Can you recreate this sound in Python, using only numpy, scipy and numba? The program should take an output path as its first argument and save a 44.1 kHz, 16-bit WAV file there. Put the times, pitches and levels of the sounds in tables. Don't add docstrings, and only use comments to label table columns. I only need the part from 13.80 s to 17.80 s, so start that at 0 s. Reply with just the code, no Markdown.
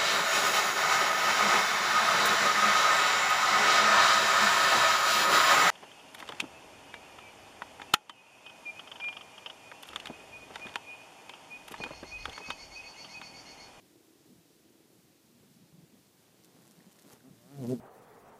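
import sys
import numpy as np
from scipy import signal
from scipy.fft import rfft, irfft
from scipy.io import wavfile
from scipy.ndimage import uniform_filter1d
from numba import njit

SR = 44100
rng = np.random.default_rng(int(sys.argv[2]) if len(sys.argv) > 2 else 0)


def nominal_scale(level):
    x = np.asarray(level, float) / 20
    return 10 ** x


def generate_wav(sig):
    pcm = np.round(np.clip(np.atleast_2d(sig).T, -1, 1) * 32767).astype(np.int16)
    wavfile.write(sys.argv[1], SR, pcm)


N = 176400

# pitch_hz, density_db (dB per Hz)
AIR_SPECTRUM = [(18, -35), (40, -17.5), (120, -2.5), (320, -7), (520, -10.5), (1240, -18.5), (4200, -17.5),
                (15000, -22.5)]
# start_s, firing_hz, level_db
ENGINE_FIRING = [
    (0, 20.1, -64.5),
    (.5, 20.1, -65),
    (.72, 20.1, -68.5),
    (1.0, 20.1, -66),
    (1.3, 20.1, -68),
    (1.45, 20.1, -74),
    (2.2, 20.1, -73),
    (4, 20.1, -75),
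]
# resonance_hz, width_hz, level_db
ENGINE_RESONANCES = [
    (335, 65, 0),
    (410, 130, -5),
    (600, 200, -18),
]
# start_s, level_db, centre_hz
MOTH_PUFFS = [(0, -73, 192), (.3, -84.5, 202), (.5, -63, 189), (.66, -79, 210), (1.05, -71, 222),
              (1.24, -65, 197), (1.4, -74, 218), (1.56, -64, 236), (1.82, -62, 195), (2.0, -62, 225),
              (2.15, -62.5, 219), (2.25, -71, 171), (2.7, -67.5, 210), (3.05, -61.5, 200),
              (3.25, -68.5, 215), (3.47, -64, 171), (3.53, -53.5, 202), (3.6, -69, 185)]
# start_s, peak_db, pitch_hz
PORT_THUMPS = [(0.393, -61, 131), (0.562, -50, 130), (0.591, -51, 130), (1.246, -56, 132),
               (1.606, -49, 127), (1.925, -47.5, 133), (1.982, -62, 132), (2.035, -49.5, 129),
               (2.597, -53, 132), (2.983, -63, 131.7), (3.332, -48.5, 131), (3.496, -47.5, 134.4)]
# peak_s, peak_db, pitch_hz, length_s
MOTH_EDDIES = [(.505, -58.5, 176, 0.021), (.59, -57.5, 174, 0.017), (1.19, -60, 174, 0.011),
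               (1.255, -62.5, 150, 0.01), (1.56, -60.5, 237, 0.032), (1.689, -62, 246, 0.023),
               (1.77, -57, 235, 0.014), (1.835, -54.5, 169, 0.012), (1.945, -50, 172, 0.012),
               (1.99, -50.5, 170, 0.0084), (2.035, -50.5, 162, 0.012), (2.141, -57, 270, 0.011),
               (2.175, -59.5, 228, 0.011), (2.985, -52.5, 175, .01), (3.075, -56.5, 184.6, 0.013),
               (3.513, -45, 166, 0.0077), (3.66, -54.5, 175, 0.022)]
# start_s, wing_beat_hz, level_db
FLOWER_FLUTTER = [
    (2.401, 127.3, -73.5),
    (2.619, 127.9, -71.5),
    (2.85, 123.6, -69),
    (3.0, 133.4, -69.5),
    (3.119, 135.7, -67.5),
    (3.23, 136.8, -68),
    (3.28, 138.2, -62.5),
    (3.33, 137.8, -58.5),
    (3.359, 132.4, -66.5),
]
# peak_s, peak_db, colour_hz, length_s
PETAL_BRUSHES = [(2.6379, -49, 6000, .0007), (2.6461, -44.5, 7000, .0014), (2.6495, -52, 5000, .001),
                 (2.6559, -47, 6000, .0006), (2.8215, -54, 9000, .0008), (2.8245, -52, 3000, .001),
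                 (2.838, -55, 4500, .0008), (2.854, -52, 7000, .001), (2.862, -54, 8000, .0006),
                 (2.8698, -49.5, 7000, .0007), (2.878, -51, 7000, .001), (2.886, -54, 3500, .001),
                 (2.9114, -41.5, 8000, .0004), (2.9175, -52, 9000, .0007), (2.9202, -51, 3500, .0005),
                 (2.963, -54, 4000, .0008), (2.991, -53, 4000, .0006), (3.1147, -52, 2500, .0006),
                 (3.1195, -47, 5000, .0005), (3.1233, -51, 9500, .0006), (3.1288, -47, 6000, .0009),
                 (3.159, -52, 4000, .001), (3.166, -52, 7000, .0005), (3.1895, -48, 5000, .0007),
                 (3.1947, -45.5, 7500, .0005), (3.197, -47, 6500, .0005), (3.2165, -52, 8000, .001),
                 (3.2226, -47.5, 9500, .0009), (3.232, -52, 7000, .0007), (3.3188, -45, 6000, .0005),
                 (3.3255, -44, 8500, .0013), (3.3324, -42.5, 6500, .0011), (3.8237, -47, 9000, .0006),
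                 (3.8317, -48, 9000, .0006), (3.8399, -41, 2500, .0006), (3.8486, -47, 4000, .0006),
                 (3.87, -39, 7500, .0008), (3.8776, -44, 7000, .0008), (3.886, -43, 10000, .0007),
                 (3.8921, -41, 7500, .0006), (3.8952, -44, 5500, .0007), (3.9003, -43, 7000, .0006),
                 (3.9078, -43, 6000, .001), (3.916, -40, 7000, .0007), (3.9201, -46, 6000, .0007),
                 (3.9315, -47, 5500, .0007), (3.9362, -47, 5000, .0006)]
# start_s, peak_db, pitch_hz
STEM_TICKS = [
    (3.0048, -52, 1850),
    (3.1878, -54, 1860),
    (3.4062, -55, 1532),
]
# start_s, wing_beat_hz, level_db
HOP_BUZZ = [
    (3.425, 120, -85),
    (3.442, 124, -59),
    (3.455, 127, -55.5),
    (3.478, 136, -55.5),
    (3.495, 128, -58),
    (3.512, 122, -75),
]
# start_s, wing_beat_hz
FLIGHT_BEAT = [(3.58, 116.5), (3.645, 119.5), (3.71, 139.5), (3.73, 142.5), (3.776, 142), (3.812, 132),
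               (3.848, 116.5), (3.868, 115), (3.885, 122), (3.9, 127), (3.925, 131), (3.952, 119),
               (4.0, 108)]
# start_s, level_db, facing_db (odd partials over even), bright_db (per octave), lowest_partial_db
FLIGHT_APPROACH = [
    (3.58, -64.5, 3, 3, 3.5),
    (3.65, -64.5, 2, 7.5, 2),
    (3.69, -60, -4, 1.5, -4),
    (3.72, -53, -4, -2.5, -11),
    (3.745, -50, 1, -1.5, -2),
    (3.762, -48, 1, -1, -1.5),
    (3.78, -43.5, 7, 0, 6.5),
    (3.8, -40.5, 9, 0.5, 3),
    (3.82, -37, -4, -0.5, 7),
]
# start_s, level_db, facing_db (odd partials over even), bright_db (per octave), lowest_partial_db
FLIGHT_PASS = [
    (3.85, -36, -7, 7, 10),
    (3.877, -38.5, -6, -1, 4),
    (3.897, -28.5, -2, -5, -10),
    (3.912, -29, 1, -3, -4),
    (3.925, -29.5, 7, 6, 7),
    (3.94, -30.5, -3, -2, -7),
    (3.957, -36, -8, -5, -12),
    (3.975, -44, -6, -6, -13),
    (4.0, -57, 0, 0, -4),
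]
# multiple, level_db
FAR_PARTIALS = [(1, 0), (2, -6), (3, -13), (4, -17), (5, -12), (6, -19), (7, -27), (8, -26), (9, -22),
                (10, -24), (11, -29), (12, -29), (13, -31), (14, -32), (15, -32), (16, -32), (17, -33),
                (18, -34)]
# multiple, level_db
NEAR_PARTIALS = [(1, 0), (2, 4), (3, 0), (4, -8), (5, -11), (6, -26), (7, -32), (8, -34), (9, -38),
                 (10, -44), (11, -46), (12, -46.5), (13, -50), (14, -52), (15, -53), (16, -54), (17, -55),
                 (18, -56)]


def unit(x):
    return x / np.sqrt(np.mean(x ** 2))


def curve(table):
    rows = np.array(table, float)
    return [np.interp(np.arange(N) / SR, rows[:, 0], col) for col in rows.T[1:]]


@njit
def state_variable_band(x, hz, width_hz):
    out, band_state, low_state = np.empty(len(x)), 0., 0.
    for i in range(len(x)):
        g = np.tan(np.pi * hz[i] / SR)
        damping = width_hz[i] / hz[i]
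        v = (band_state + g * (x[i] - low_state)) / (1 + g * (g + damping))
        band_state = 2 * v - band_state
        low_state += 2 * g * v
        out[i] = damping * v
    return out


def band(x, hz, width_hz):
    flat = np.zeros(len(x))
    return state_variable_band(x, np.clip(hz, 20, SR / 2.3) + flat, np.maximum(width_hz, 5) + flat)


def walk(rate_hz):
    hold = int(SR / rate_hz)
    steps = rng.standard_normal(N // 300)[np.arange(N) // hold]
    return unit(uniform_filter1d(uniform_filter1d(steps, hold), hold))


def air():
    f = np.fft.rfftfreq(N, 1 / SR)[1:]
    hz, density_db = np.array(AIR_SPECTRUM).T
    shape = nominal_scale(np.interp(np.log(f), np.log(hz), density_db))
    out, swell = 0, walk(0.88)
    for centre in 40 * 2. ** np.arange(10):
        octaves_away = np.abs(np.log2(np.minimum(f / centre, 2)))
        part = np.append(0, shape * np.sqrt(np.clip(1 - octaves_away, 0, 1)))
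        hiss = irfft(rfft(rng.standard_normal(N)) * part, N)
        out = out + hiss * nominal_scale(0.057 * swell + 0.66 * walk(14))
    return unit(out) * nominal_scale(-65)


def engine():
    hz, db = curve(ENGINE_FIRING)
    phase = np.cumsum(hz) / SR + .004 * np.cumsum(walk(20)) / 2000 + .88
    firing = np.exp(-(phase % 1) / .1)
    weaker = .45 * np.exp(-((phase + .45) % 1) / .11)
    puffs = (firing + weaker) * (2.2 + 1.8 * rng.standard_normal(N))
    puffs = (puffs + .9 * rng.standard_normal(N)) * nominal_scale(1.5 * walk(20))
    body = 0
    for centre, width, level in ENGINE_RESONANCES:
        body = body + nominal_scale(level) * unit(band(band(puffs, centre, width), centre, 2.16 * width))
    return unit(body) * nominal_scale(db)


def moth():
    db, hz = curve([*MOTH_PUFFS, (3.66, -74, 193), (3.8, -51, 166)])
    puffs = rng.standard_normal(N) * nominal_scale(3.6 * walk(45))
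    hz = hz * (1 + 0.084 * walk(12))
    return unit(band(band(puffs, hz, 0.6 * hz), hz, 1.36 * hz)) * nominal_scale(db - 0.5)


def thumps():
    out, t = np.zeros(N), np.arange(2000) / SR
    for s, db, hz in PORT_THUMPS:
        push = t * hz * np.exp(-t * hz * 3.7)
        out[int(s * SR):][:2000] += 6.3 * nominal_scale(db) * np.sin(2 * np.pi * hz * t) * push
    return out


def eddies():
    t, sway = np.arange(N) / SR, .5 * walk(60)
    out = np.zeros(N)
    for s, db, hz, length in MOTH_EDDIES:
        swell = np.exp(-((t - s) / length) ** 2)
        out += nominal_scale(db) * swell * np.sin(2 * np.pi * hz * (t - s) + sway)
    return out


def swish(phase, share, hz):
    gate = 0.49 + np.exp(-phase / share) * nominal_scale(1.57 * walk(120))
    return gate * unit(band(rng.standard_normal(N), hz, 8.0 * hz))


def foraging_bee():
    hz, db = curve([(2.2, 127.3, -110), *FLOWER_FLUTTER, (3.7853, 77.5, -110)])
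    phase = np.cumsum(hz * (1 + 0.018 * walk(60))) / SR % 1
    stroke = (np.exp(-phase / 0.055) - .12) * nominal_scale(1.1 * walk(110))
    puffs = stroke * (0.85 + rng.standard_normal(N) * 5.9)
    flutter = unit(band(band(puffs, 390, 800), 430, 1200))
    return nominal_scale(db) * (flutter + nominal_scale(1.0) * swish(phase, .15, 2300))


def petals():
    size, lead_s = 900, .004
    out, t = np.zeros(N + size), np.arange(size) / SR
    late = t - lead_s
    for s, db, hz, length in PETAL_BRUSHES:
        rustle = rng.standard_normal(size) * np.exp(np.where(late < 0, 4 * late, -late) / length)
        rustle[int(lead_s * SR)] = 3
        rustle = band(band(rustle, hz, 2.2 * hz), 6500, 17000)
        out[int((s - lead_s) * SR):][:size] += nominal_scale(db) * rustle / np.abs(rustle).max()
    for s, db, hz in STEM_TICKS:
        out[int(s * SR):][:size] += nominal_scale(db) * np.sin(2 * np.pi * hz * t) * np.exp(-t / 0.0018)
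    return out[:N]


def wings(hz, db, facing_db, bright_db, root_db):
    turns = np.cumsum(uniform_filter1d(hz, size=600) * (1 + 0.004 * walk(90))) / SR
    far_below_db, near_above_db = -46, -33.5
    close = np.clip((db - far_below_db) / (near_above_db - far_below_db), 0, 1)
    close = np.maximum.accumulate(close)
    gains = []
    for (k, far), (_, near) in zip(FAR_PARTIALS, NEAR_PARTIALS):
        level = far + close * (near - far) + bright_db * np.log2(min(k, 6))
        level = level + facing_db * (k % 2) * (k < 6) + root_db * (k == 1)
        gains.append(nominal_scale(level))
    gains = np.array(gains)
    gains *= np.sqrt(2) * nominal_scale(db) / np.sqrt(np.sum(gains ** 2, axis=0))
    tone = np.zeros(N)
    for gain, (k, _) in zip(gains, FAR_PARTIALS):
        wobble_db = .8 * (walk(45) + close * min(k - 1, 2) * walk(120))
        odd_lead = .65 * (k % 2)
        drift = (.08 + .25 * close) * np.log(k) * walk(60)
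        tone += gain * nominal_scale(wobble_db) * np.cos(2 * np.pi * k * turns + odd_lead + drift)
    return tone, turns % 1


def hop():
    hz, db = curve([(3.4, 120, -130), *HOP_BUZZ, (3.54, 120, -130)])
    tone, _ = wings(hz, db, facing_db=0, bright_db=-6, root_db=-28)
    return tone


def flying_bee():
    hz, = curve(FLIGHT_BEAT)
    db, facing, bright, root = curve([(3.45, -90, 0, 0, 0), *FLIGHT_APPROACH, *FLIGHT_PASS])
    tone, phase = wings(hz, db, facing, bright, root)
    start = np.clip((db + 98) / 22, 0, 1)
    hiss_db = -59.5 + .3 * (db + 38.0)
    hiss = start * nominal_scale(hiss_db) * swish(phase, .2, 2000)
    gusts = rng.standard_normal(N) * nominal_scale(1.4 * walk(120))
    low_push = unit(band(band(gusts, 290, 320), 273, 440))
    draught = low_push + nominal_scale(-18) * unit(band(gusts, 1300, 1300))
    return tone + hiss + draught * nominal_scale(db - 15.5)


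def scene():
    wood = air() + engine()
    moth_air = moth() + thumps() + eddies()
    bee = foraging_bee() + petals() + hop() + flying_bee()
    return (wood + moth_air + bee)[None]


def top_cut(x):
    return signal.sosfilt(signal.butter(12, 15340, fs=SR, output="sos"), x)


def record(dry):
    x = signal.sosfilt(signal.butter(2, 80, "high", fs=SR, output="sos"), dry)
    x = signal.sosfilt(signal.ellip(8, .3, 60, 15350, fs=SR, output="sos"), x)
    return top_cut(x)


dry = scene()
out = record(dry)
generate_wav(out)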